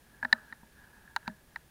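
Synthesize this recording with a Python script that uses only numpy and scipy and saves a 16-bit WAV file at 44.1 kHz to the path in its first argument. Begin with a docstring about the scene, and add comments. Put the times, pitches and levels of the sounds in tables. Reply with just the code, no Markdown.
"""Small waves slap a waterproof camera held at the sea's surface, the microphone inside its housing.
Each slap is a dull thud, a hollow shell tone, a short ring of trapped air and a sharp click, all summed
from decaying modes, with a noisy crack and a little spray. Larger air pockets gulp and single bubbles drip.
Behind them are trickling water (random drops and noise), a low slosh, hiss and a faint hum and whine."""
import sys
import numpy as np
from scipy import signal
from scipy.fft import rfft, irfft, next_fast_len
from scipy.io import wavfile
from scipy.ndimage import map_coordinates

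SR = 44100
rng = np.random.default_rng(int(sys.argv[2]) if len(sys.argv) > 2 else 0)


def digitize_waveform(pressure):
    """Quantize a signal to 16-bit integers and store it at the path in sys.argv[1].

    Rows of a 2-D input are taken as channels; values are limited to [-1, 1].
    """
    field = np.atleast_2d(pressure).T
    bounded = np.clip(field, -1, 1)
    quanta = np.round(bounded * 32767).astype(np.int16)
    wavfile.write(sys.argv[1], SR, quanta)


N = 74970  # length in samples, 1.7 s


def amp(db):
    """Decibels to gain."""
    return 10 ** (np.asarray(db) / 20)


def unit(x):
    """Scale to rms 1."""
    return x / np.sqrt(np.mean(x ** 2) + 1e-20)


def filtered(x, response):
    """Multiply the spectrum of x by a response of frequency."""
    size = next_fast_len(N + SR // 2)
    return irfft(rfft(x, size) * response(np.fft.rfftfreq(size, 1 / SR)), size)[:N]


def response_db(hz, points):
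    """Level at each frequency, interpolated on a log scale between (Hz, dB) points."""
    point_hz, point_db = np.transpose(points)
    return np.interp(np.log(hz + 1), np.log(point_hz), point_db)


def coloured(x, points):
    """Shape x by a (Hz, dB) spectrum, at rms 1."""
    return unit(filtered(x, lambda hz: amp(response_db(hz, points))))


def noise(points):
    """Fresh noise with a (Hz, dB) spectrum, at rms 1."""
    return coloured(rng.standard_normal(N), points)


def causal(x, points):
    """Pass x through a minimum-phase filter with a (Hz, dB) response, so nothing sounds early."""
    size = 2048
    cepstrum = irfft(np.log(amp(response_db(np.fft.rfftfreq(size, 1 / SR), points))))
    # folding the cepstrum onto positive time gives minimum phase
    cepstrum[1:size // 2] *= 2
    cepstrum[size // 2 + 1:] = 0
    impulse_response = irfft(np.exp(rfft(cepstrum)))
    return signal.fftconvolve(x, impulse_response)[:N]


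def wobble(rate):
    """A smooth random curve, rate knots a second."""
    return map_coordinates(rng.standard_normal(N // 20), [np.arange(N) * rate / SR])


def since(s):
    """Seconds since time s, zero before."""
    return np.maximum(np.arange(N) / SR - s, 0)


def swell(t, rise, t60):
    """Rise and exponential decay, peak 1."""
    envelope = (1 - np.exp(-t / rise)) * np.exp(-np.log(1000) * t / t60)
    return envelope / (envelope.max() + 1e-20)


def ring(t, hz, t60, cycles):
    """One resonant mode, building up over a few cycles and dying away."""
    return swell(t, cycles / hz, t60) * np.sin(2 * np.pi * hz * t)


# Spectrum of the recorder's hiss. Each row: frequency in Hz, relative level in dB.
HISS_SPECTRUM = [(100, -6.5), (2000, 3), (4000, -1), (8000, -3.5), (12000, -2.5), (15600, -3.5),
                 (16100, -26.5)]
HISS_DB = -67.5


def hiss():
    """The recorder's steady noise floor, as coloured noise."""
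    return amp(HISS_DB) * noise(HISS_SPECTRUM)


# Faint electronic hum and whine. Each row: frequency in Hz, rms level in dB.
WHINE_TONES = [(60, -71.5), (9295, -88), (9374, -86), (9454, -83), (9534, -86.5)]
WHINE_DRIFT = 0.6  # phase wander in radians


def hum_and_whine():
    """Steady electronic sines whose phases wander slowly."""
    total = np.zeros(N)
    for hz, db in WHINE_TONES:
        start_phase = rng.uniform(0, 2 * np.pi)
        phase = 2 * np.pi * hz * since(0) + start_phase + WHINE_DRIFT * wobble(6.7)
        total += amp(db) * np.sqrt(2) * np.sin(phase)
    return total


# Spectrum of the water moving round the case. Each row: frequency in Hz, relative level in dB.
SLOSH_SPECTRUM = [(20, -7.5), (45, -2.5), (60, -4.5), (80, -6), (150, -5), (250, -11), (400, -12.5),
                  (900, -19), (2000, -27), (4000, -46)]
SLOSH_DB = -64


def slosh():
    """Even, low rumble of water moving round the case, as coloured noise."""
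    return amp(SLOSH_DB) * noise(SLOSH_SPECTRUM)


# Level of the running water close along the case. Each row: time in seconds, level in dB.
TRICKLE_LEVEL = [(0, -72.5), (.15, -62.5), (.19, -63), (.28, -63.5), (.31, -58), (.5, -58.5), (.58, -67.5),
                 (0.701, -68), (.82, -58.5), (.89, -63.5), (.97, -59.5), (1.12, -63), (1.2, -67),
                 (1.28, -54.5), (1.33, -65.5), (1.46, -75.5), (1.55, -65.5), (1.611, -77), (1.7, -72)]
# Its spectrum at the microphone. Each row: frequency in Hz, relative level in dB.
TRICKLE_SPECTRUM = [(100, -21), (170, -6), (240, 3), (330, -20), (600, -22), (900, -2.5), (1150, -15),
                    (1450, -5), (1680, 7), (1820, -2.5), (2100, -22.5), (4000, -20), (7000, -33.5)]
DROPS_PER_S, DROP_SPREAD_DB = 840, 4
DROP_SHARE = 0.36  # drops' share of the power before colouring, the rest is smooth running water


def trickle():
    """Tiny drops as random impulses over the noise of running water, rising and falling in level."""
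    falls = rng.random(N) < DROPS_PER_S / SR
    polarity = rng.choice([-1, 1], N)
    drops = falls * polarity * amp(DROP_SPREAD_DB * rng.standard_normal(N))
    running = rng.standard_normal(N)
    water = np.sqrt(DROP_SHARE) * unit(drops) + np.sqrt(1 - DROP_SHARE) * running
    s, db = np.transpose(TRICKLE_LEVEL)
    return amp(np.interp(since(0), s, db)) * coloured(water, TRICKLE_SPECTRUM)


# Single drips that ring only a small bubble. Each row: start in seconds, level in dB, pitch in Hz.
BUBBLE_DRIPS = [(.295, -49, 1707), (1.077, -45, 1688), (1.229, -53.5, 1730), (1.26, -47, 1547),
                (1.271, -42.5, 1716), (1.2985, -44.5, 1716)]
DRIP_T60_S, DRIP_RISE_CYCLES = 0.01237, 9.7


def drips():
    """Soft blips of single bubbles, each one short resonance."""
    return sum(amp(db) * ring(since(s), hz, DRIP_T60_S, DRIP_RISE_CYCLES) for s, db, hz in BUBBLE_DRIPS)


# Gulps of larger air pockets under the case.
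# Each row: start in seconds, level in dB, pitch in Hz, decay time t60 in seconds.
AIR_GULPS = [(0.2289, -48.5, 245.5, 0.16), (0.2482, -40, 242.3, 0.0893), (0.3293, -38, 226.9, 0.091),
             (0.525, -49, 229.3, 0.0525), (0.6313, -48, 211, 0.0335), (1.2787, -33.5, 209.8, 0.0503),
             (1.2954, -39, 206.9, 0.104)]
GULP_RISE_CYCLES = 0.401


def gulps():
    """Low, round rings of air trapped by a wave, each one decaying mode."""
    return sum(amp(db) * ring(since(s), hz, t60, GULP_RISE_CYCLES) for s, db, hz, t60 in AIR_GULPS)


# Antiresonances of the housing. Each row: centre in Hz, width in Hz.
HOUSING_NOTCHES = [(681, 160), (1151, 110), (3281, 430), (5701, 590)]
STIFF_BELOW_HZ = 645  # the stiff shell radiates little below this


def through_housing(x):
    """The stiff case notches a few bands and cuts the lows."""
    for hz, width in HOUSING_NOTCHES:
        x = signal.lfilter(*signal.iirnotch(hz, hz / width, fs=SR), x)
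    low_cut = signal.butter(4, STIFF_BELOW_HZ, "high", fs=SR, output="sos")
    return signal.sosfilt(low_cut, x)


# Modes of the housing, by part. Each row: frequency in Hz, relative level in dB, decay time t60 in seconds.
HOUSING_MODES = { "thud": [(110.4, -4, 0.029), (551, -12.5, 0.074), (629, -4.5, 0.1767)],
                 "shell": [(840.3, -9, 0.025), (930.1, -0.75, 0.01769)], "wall": [(1402.6, -1.25, 0.017),
                 (1566.7, 6.5, 0.012)], "click": [(2363.4, -8.5, 0.0072), (2655, -13, 0.0044),
                 (3439, -8.5, 0.0086), (3921, -6, 0.0092), (4000, -38.5, 0.0652), (4025, -11, 0.0093),
                 (4857, -15, 0.0125), (6383, -34, 0.0093), (7158, -20.5, 0.0029)]}
# Build-up of each part's rings and of the air ring, in cycles of the mode.
BUILD_UP_CYCLES = {"thud": 0.57, "shell": 3.1, "wall": 2.3, "air": 22, "click": 6.2}


def part_ring(t, part):
    """All the modes of one part of the housing, rung together."""
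    return sum(amp(db) * ring(t, hz, t60, BUILD_UP_CYCLES[part]) for hz, db, t60 in HOUSING_MODES[part])


# Waves slapping the case, right at the microphone; all but the thud are levels before the filters.
# Each row: start in seconds, thud in dB, shell in dB, wall in dB, air ring in dB, air ring in Hz,
# click in dB, crack in dB.
WAVE_SLAPS = [(0.228, -45, -32, -44.5, -23.5, 1659, -59, -54.5),
              (0.2321, -62.5, -52, -49, -31, 1646, -65, -59),
              (0.2486, -62.5, -28, -31.5, -25, 1802, -36.5, -67),
              (0.2513, -47, -39.5, -42.5, -25.5, 1716, -63, -55.5),
              (0.3275, -43, -23, -29.5, -7, 1787, -13, -28),
              (0.5252, -62, -44.5, -43, -32.5, 1814.3, -47, -63.4),
              (0.631, -65, -50, -67.5, -61, 1684.7, -70.5, -77),
              (1.1624, -54, -22, -26, -24, 1802, -23.5, -32.5),
              (1.1681, -69, -43.5, -40, -39.5, 1715, -52, -56),
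              (1.2774, -44.5, -27, -34, -39.5, 1792, -37, -41.5),
              (1.5596, -65.5, -37.3, -39.5, -28, 1859, -42, -49),
              (1.5651, -66.5, -57.5, -48.5, -45.5, 1787, -62, -71)]
# Response shaping the crack. Each row: frequency in Hz, gain in dB.
CRACK_RESPONSE = [(300.0, -34), (800.0, -30), (2200.0, 11.5), (5000.0, 1.85), (8000.0, -12),
                  (12000.0, -17.5), (16000.0, -15)]
# Spectrum of spray falling back after a slap. Each row: frequency in Hz, relative level in dB.
SPRAY_SPECTRUM = [(100, -28), (250, 3.5), (400, -16.5), (800, 1), (1100, -2), (1400, 10), (1800, 8.5),
                  (2150, -15.5), (4000, -21.5), (6000, -30.5)]
AIR_T60_S = 0.0114
CRACK_RISE_S, CRACK_T60_S = 0.00121, 0.0093
FIZZ_DB = 3  # noisy part of the crack, relative to the crack level
SNAP_DB, SNAP_DELAY_S = 21.5, 0.000801  # the water face closes on the case just after first touch
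SPRAY_DB, SPRAY_T60_S = -42, 0.38  # level relative to the air ring's table level


def slaps():
    """Each slap rings the parts of the housing and a pocket of air, cracks, and leaves a little spray."""
    thud, knock, crack, spray_level = np.zeros((4, N))
    fizz = amp(FIZZ_DB) * rng.standard_normal(N)
    for s, thud_db, shell_db, wall_db, air_db, air_hz, click_db, crack_db in WAVE_SLAPS:
        t = since(s)
        first = int(s * SR)
        span = slice(first, first + SR // 2)  # the rings have died away within half a second
        thud[span] += amp(thud_db) * part_ring(t[span], "thud")
        for part, db in (("shell", shell_db), ("wall", wall_db), ("click", click_db)):
            knock[span] += amp(db) * part_ring(t[span], part)
        knock[span] += amp(air_db) * ring(t[span], air_hz, AIR_T60_S, BUILD_UP_CYCLES["air"])
        crack += amp(crack_db) * swell(t, CRACK_RISE_S, CRACK_T60_S) * fizz
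        crack[int((s + SNAP_DELAY_S) * SR)] += amp(crack_db + SNAP_DB)
        spray_level += amp(air_db + SPRAY_DB) * swell(t, CRACK_RISE_S, SPRAY_T60_S)
    heard_through_case = through_housing(knock + causal(crack, CRACK_RESPONSE))
    return thud + heard_through_case + spray_level * noise(SPRAY_SPECTRUM)


def scene():
    """All the water, at one microphone."""
    return (slosh() + trickle() + drips() + gulps() + slaps())[None]


TOP_HZ = 16700  # band limit of the camera


def record(dry):
    """The camera adds hiss and a faint hum and whine, and keeps nothing above its band limit."""
    at_recorder = dry[0] + hiss() + hum_and_whine()
    return filtered(at_recorder, lambda hz: hz < TOP_HZ)[None]


dry = scene()
out = record(dry)
digitize_waveform(out)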